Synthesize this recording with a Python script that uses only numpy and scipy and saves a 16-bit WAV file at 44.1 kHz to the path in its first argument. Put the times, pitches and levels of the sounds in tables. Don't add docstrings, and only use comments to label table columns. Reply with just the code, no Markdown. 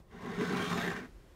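import sys
import numpy as np
from scipy import signal
from scipy.fft import rfft, irfft
from scipy.io import wavfile
from scipy.ndimage import uniform_filter1d, map_coordinates

SR = 44100
rng = np.random.default_rng(int(sys.argv[2]) if len(sys.argv) > 2 else 0)


def wrap_up_sound(samples):
    columns = np.atleast_2d(samples).T
    tamed = np.clip(columns, -1, 1)
    steps = np.round(tamed * 32767).astype(np.int16)
    wavfile.write(sys.argv[1], SR, steps)


N = 59535

# t/s, rub level/dB, grit level/dB
SLIDE_ENVELOPE = [(0.0, -77, -105), (0.09, -74, -73.5), (0.125, -58.5, -68), (0.21, -51.5, -60),
                  (0.26, -45.5, -57.5), (0.385, -46, -53), (0.41, -41.5, -50.5), (0.5, -41, -47.5),
                  (0.56, -38.5, -49), (0.595, -37.5, -44.5), (0.65, -39, -45), (0.695, -43, -43.5),
                  (0.725, -37, -43.5), (0.752, -42.5, -47.5), (0.785, -37, -43), (0.86, -38.5, -47.5),
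                  (0.91, -40.5, -50.5), (0.985, -45, -52.5), (1.05, -54, -68), (1.095, -73, -76),
                  (1.15, -74.5, -95)]
# t/s, level/dB
JUDDER_ENVELOPE = [(0.0, -82), (0.1, -67), (0.15, -46), (0.205, -53), (0.228, -45), (0.243, -41.5),
                   (0.275, -38.5), (0.33, -38.5), (0.357, -45), (0.39, -31.5), (0.44, -34), (0.473, -38),
                   (0.51, -32), (0.555, -33.5), (0.585, -35.5), (0.63, -32), (0.655, -45), (0.675, -33),
                   (0.697, -40.5), (0.725, -31), (0.755, -34), (0.777, -33), (0.815, -44), (0.84, -33),
                   (0.86, -38.5), (0.878, -33.5), (0.915, -36.5), (0.955, -43), (0.993, -41.5),
                   (1.03, -45.5), (1.09, -61), (1.15, -72.5)]
FRAME_POSES = [0.32, 0.46, 0.63, 0.745, 0.84, 0.97]
# f/Hz, width/Hz, then level/dB at each pose
FRAME_MODES = [(680.4, 26, 1, -5, -3.5, 6.5, 4, -0.5), (771.5, 21.4, 4.5, 2.5, 1.5, 5, -1.5, 3.5),
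               (1024, 46, 3.5, 5.5, 1, 0, 3, -3), (1106, 39, 1.5, 9, -1.5, 6, -7.5, 0),
               (1212, 39, -18, -8, 0.5, 4, -13, -10), (1408, 46, -21, -5, -1, -16, -10, -10),
               (1506, 46, -2.5, 12, -2, -3, 0, 3), (1580, 76, -4, -2, 4, -11, 11, 0.5),
               (1758, 79, -15, -15, -20, -19, 11, 0), (1880, 73, -3, -4, -1.5, -5, 5.5, 2.5),
               (2056, 95, -3, 1.5, -18, -5.5, -3, -2.5), (2238, 35, -6.5, -1.5, 4, -18, -10, -6),
               (2356, 120, -20, -8, -0.5, -5, -11, -6)]
# f/Hz, width/Hz, peak level/dB, peak t/s, half-length of the swell/s
STEEL_MODES = [(2700, 77, 5, 0.85, 0.073), (2940, 72, -1.5, 0.5, 0.1), (3170, 78, 12.5, 0.625, 0.034),
               (3230, 79, 8, 0.654, 0.017), (3660, 230, 4, 0.82, 0.088), (3664, 140, 4, 0.37, 0.11),
               (3982, 51, 7, 0.53, 0.091), (4304, 180, 3, 0.744, 0.032), (4370, 97, 2, 0.526, 0.08),
               (5080, 90, 3, 0.77, 0.029), (5180, 88, 4.5, 0.456, 0.064), (5200, 81, -6, 0.9, 0.14),
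               (5940, 200, -7, 0.62, 0.056), (6380, 170, -4, 0.445, 0.1), (6430, 110, -5, 0.817, 0.055),
               (6960, 110, 2, 0.757, 0.026), (7130, 100, -1, 0.9, 0.04), (8650, 690, -15, 0.65, 0.085),
               (11540, 560, -12, 0.83, 0.073)]
BOARD_POSES = [0.45, 0.664]
# f/Hz, width/Hz, judder level/dB at each of the two poses, catch level/dB
BOARD_MODES = [(98.1, 14.7, -8.5, -4.5, -10), (176.5, 12.6, 4, 5.5, 1), (236, 27, -2, 3, 4.5),
               (275, 30.5, -4.5, 4.5, 4.5), (360.4, 35.6, -9.5, -9, -5.5), (403.1, 26.6, 0, 2, -3.5),
               (448.8, 52, -4, -10.5, -5.5)]
# t/s, thump level/dB, knock level/dB, tick level/dB
CATCH_HITS = [(0.113, -59, -64, -64), (0.259, -66, -47, -55), (0.398, -41, -53, -52),
              (0.41, -17.5, -29, -42), (0.42, -22.5, -46, -47), (0.431, -35, -36, -49),
              (0.526, -21, -31.5, -38.5), (0.569, -52, -42, -35), (0.597, -25, -36, -46),
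              (0.654, -64, -36, -51), (0.714, -34, -34, -48), (0.726, -37.5, -30.5, -37.5),
              (0.769, -22.5, -45, -55), (0.782, -29, -28.5, -44), (0.877, -26, -28.5, -39),
              (0.905, -29.5, -36, -54), (0.914, -37, -33, -43), (0.963, -55, -33, -42.5),
              (1.028, -31.5, -48.5, -54), (1.044, -41.5, -54, -56), (1.055, -41, -46.5, -56)]
# f/Hz, level/dB
RUB_EQ = [(60, -42), (300, -1.5), (560, 4.5), (900, 1.5), (1500, -0.5), (2200, -11), (2900, -20),
          (5000, -26), (16000, -39)]
# f/Hz, level/dB
GRIT_EQ = [(800, -4), (2500, 1.5), (3700, 1.5), (4450, -4), (4850, -8.5), (5350, -6), (7200, -10),
           (9000, -15.5), (10300, -25), (11800, -30), (15500, -19)]
# t/s, rumble level/dB, rustle level/dB
HANDLING_ENVELOPE = [(0.0, -38, -64), (0.08, -75, -99), (1.06, -74, -62.5), (1.12, -58.5, -65.5),
                     (1.165, -49, -65), (1.21, -72, -66), (1.35, -67, -65.5)]
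# f/Hz, level/dB
RUSTLE_EQ = [(60, -14), (200, -5), (350, 0), (600, -16.5), (1400, -15.5), (3000, -18.5), (8000, -27),
             (15500, -35)]
# f/Hz, level/dB
ROOM_EQ = [(15, -16), (25, -4.5), (69, -8.5), (198, -17.5), (253, -50), (340, -15), (457, -29),
           (522, -22.5), (848, -34.5), (1020, -28), (1530, -48), (4150, -48.5), (15500, -53.5)]

RUB_SLIPS_PER_S, GRIT_SLIPS_PER_S, JUDDER_SLIPS_PER_S = 5000, 9000, 260
FRAME_DB, RUB_DB, GRIT_DB, STEEL_DB, BOARD_DB = -1.5, -6.5, -3, 6.5, -1
CHATTER_DB, CHATTER_PER_S = 1.39, 300
BEND_SHARE, BEND_DB, BEND_PER_S = 0.008, 0.5, 22
CATCH_DECAY_S, CATCH_DB, THUMP_DB = 0.0066, -3.5, -4
BOARD_BAND_HZ = (76, 533)
ROOM_T60_S, ECHO_DB, ROOM_DB = 0.14, -9.5, -58
LOW_CUT_HZ, HIGH_CUT_HZ = 28, 15600


def carriage():
    rub_gain, grit_gain = envelopes(SLIDE_ENVELOPE)
    judder_gain, = envelopes(JUDDER_ENVELOPE)
    thump, knock, tick = catches()
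    chatter = unit_rms(undb(CHATTER_DB * wander(CHATTER_PER_S)))

    friction = slips(RUB_SLIPS_PER_S, spread_db=3.5) * chatter
    metal = undb(FRAME_DB) * hold_level(frame(friction), span_s=0.022)
    scrape = undb(RUB_DB) * equalise(slips(RUB_SLIPS_PER_S, spread_db=1.5) * chatter, RUB_EQ)
    rubbing = (metal + scrape) * np.hypot(rub_gain, knock)

    bite = chatter * np.hypot(grit_gain, tick)
    hiss = undb(GRIT_DB) * equalise(slips(GRIT_SLIPS_PER_S, spread_db=0.5) * bite, GRIT_EQ)
    sheen = undb(STEEL_DB) * steel(slips(GRIT_SLIPS_PER_S, spread_db=3) * bite)

    judder = slips(JUDDER_SLIPS_PER_S, spread_db=3.5) + 0.5 * friction
    boom = undb(BOARD_DB) * judder_gain * hold_level(board(judder), span_s=0.0294)
    return rubbing + hiss + sheen + boom + thump


def slips(per_s, spread_db):
    hits = rng.random(N) < per_s / SR
    direction = np.sign(rng.standard_normal(N))
    size = undb(spread_db * np.clip(rng.standard_normal(N), -2, 2))
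    return unit_rms(hits * direction * size)


def frame(force):
    t = np.arange(N) / SR
    metal = np.zeros(N)
    for k, (hz, width, *pose_db) in enumerate(FRAME_MODES):
        gain = undb(np.interp(t, FRAME_POSES, pose_db))
        metal += (-1) ** k * gain * waver(ring(force, hz, width))
    return metal


def waver(x):
    position = np.cumsum(1 + BEND_SHARE * wander(BEND_PER_S))
    bent = map_coordinates(x, [position], order=3, mode="mirror")
    return bent * undb(BEND_DB * wander(BEND_PER_S))


def steel(force):
    t = np.arange(N) / SR
    return sum(undb(db) * ring(force, hz, width) / (1 + ((t - at) / span) ** 2)
               for hz, width, db, at, span in STEEL_MODES)


def board(force, struck=False):
    t = np.arange(N) / SR
    boom = np.zeros(N)
    for k, (hz, width, *pose_db, catch_db) in enumerate(BOARD_MODES):
        db = catch_db if struck else np.interp(t, BOARD_POSES, pose_db)
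        boom += (-1) ** k * undb(db) * ring(force, hz, width)
    return signal.sosfilt(signal.butter(3, BOARD_BAND_HZ, "band", fs=SR, output="sos"), boom)


def catches():
    t = np.arange(N) / SR
    push, knock, tick = np.zeros((3, N))
    for at, thump_db, knock_db, tick_db in CATCH_HITS:
        push[int(at * SR)] += undb(thump_db)
        fade = (t >= at) * np.exp(-np.abs(t - at) / CATCH_DECAY_S)
        knock += undb(knock_db) * fade
        tick += undb(tick_db) * fade
    impulse_peak = np.abs(board(signal.unit_impulse(N), struck=True)).max()
    thump = board(push, struck=True) / impulse_peak
    return undb(THUMP_DB) * thump, undb(CATCH_DB) * knock, undb(CATCH_DB) * tick


def handling():
    rumble_gain, rustle_gain = envelopes(HANDLING_ENVELOPE)
    rumble = rng.standard_normal(N)
    for _ in range(2):
        rumble = ring(rumble, hz=41.0, width_hz=7.9)
    rustle = equalise(rng.standard_normal(N), RUSTLE_EQ)
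    return rumble_gain * hold_level(rumble, span_s=0.054) + rustle_gain * rustle


def room_echo(x):
    t = np.arange(N // 4) / SR
    tail = rng.standard_normal(len(t)) * undb(-60 * t / ROOM_T60_S)
    return undb(ECHO_DB) * convolve(x, tail)


def room_tone():
    return undb(ROOM_DB) * equalise(rng.standard_normal(N), ROOM_EQ)


def undb(db):
    return 10 ** (np.asarray(db) / 20)


def unit_rms(x):
    return x / np.sqrt(np.mean(x ** 2))


def envelopes(table):
    times, *columns = np.array(table).T
    return [undb(np.interp(np.arange(N) / SR, times, db)) for db in columns]


def convolve(x, response):
    return signal.fftconvolve(x, response / np.linalg.norm(response))[:N]


def equalise(x, points):
    size = 8192
    hz, db = np.array(points).T
    f = np.maximum(np.fft.rfftfreq(size, 1 / SR), 1)
    gain = undb(np.interp(np.log(f), np.log(hz), db))
    cepstrum = irfft(np.log(gain))
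    cepstrum[1:size // 2] *= 2
    cepstrum[size // 2 + 1:] = 0
    return convolve(x, irfft(np.exp(rfft(cepstrum))))


def ring(x, hz, width_hz):
    return signal.lfilter(*signal.iirpeak(hz, hz / width_hz, fs=SR), x)


def wander(per_s):
    hold = int(SR / per_s)
    steps = rng.standard_normal(N)[np.arange(N) // hold]
    return unit_rms(uniform_filter1d(steps, hold))


def hold_level(x, span_s):
    return x / np.sqrt(uniform_filter1d(x ** 2, int(span_s * SR)) + 1e-12)


def scene():
    slide = carriage()
    bed = room_tone()
    return (slide + room_echo(slide) + handling() + bed)[None]


def record(dry):
    low_cut = signal.butter(4, LOW_CUT_HZ, "high", fs=SR, output="sos")
    high_cut = signal.ellip(10, .2, 70, HIGH_CUT_HZ, fs=SR, output="sos")
    return signal.sosfilt(high_cut, signal.sosfilt(low_cut, dry))


dry = scene()
out = record(dry)
wrap_up_sound(out)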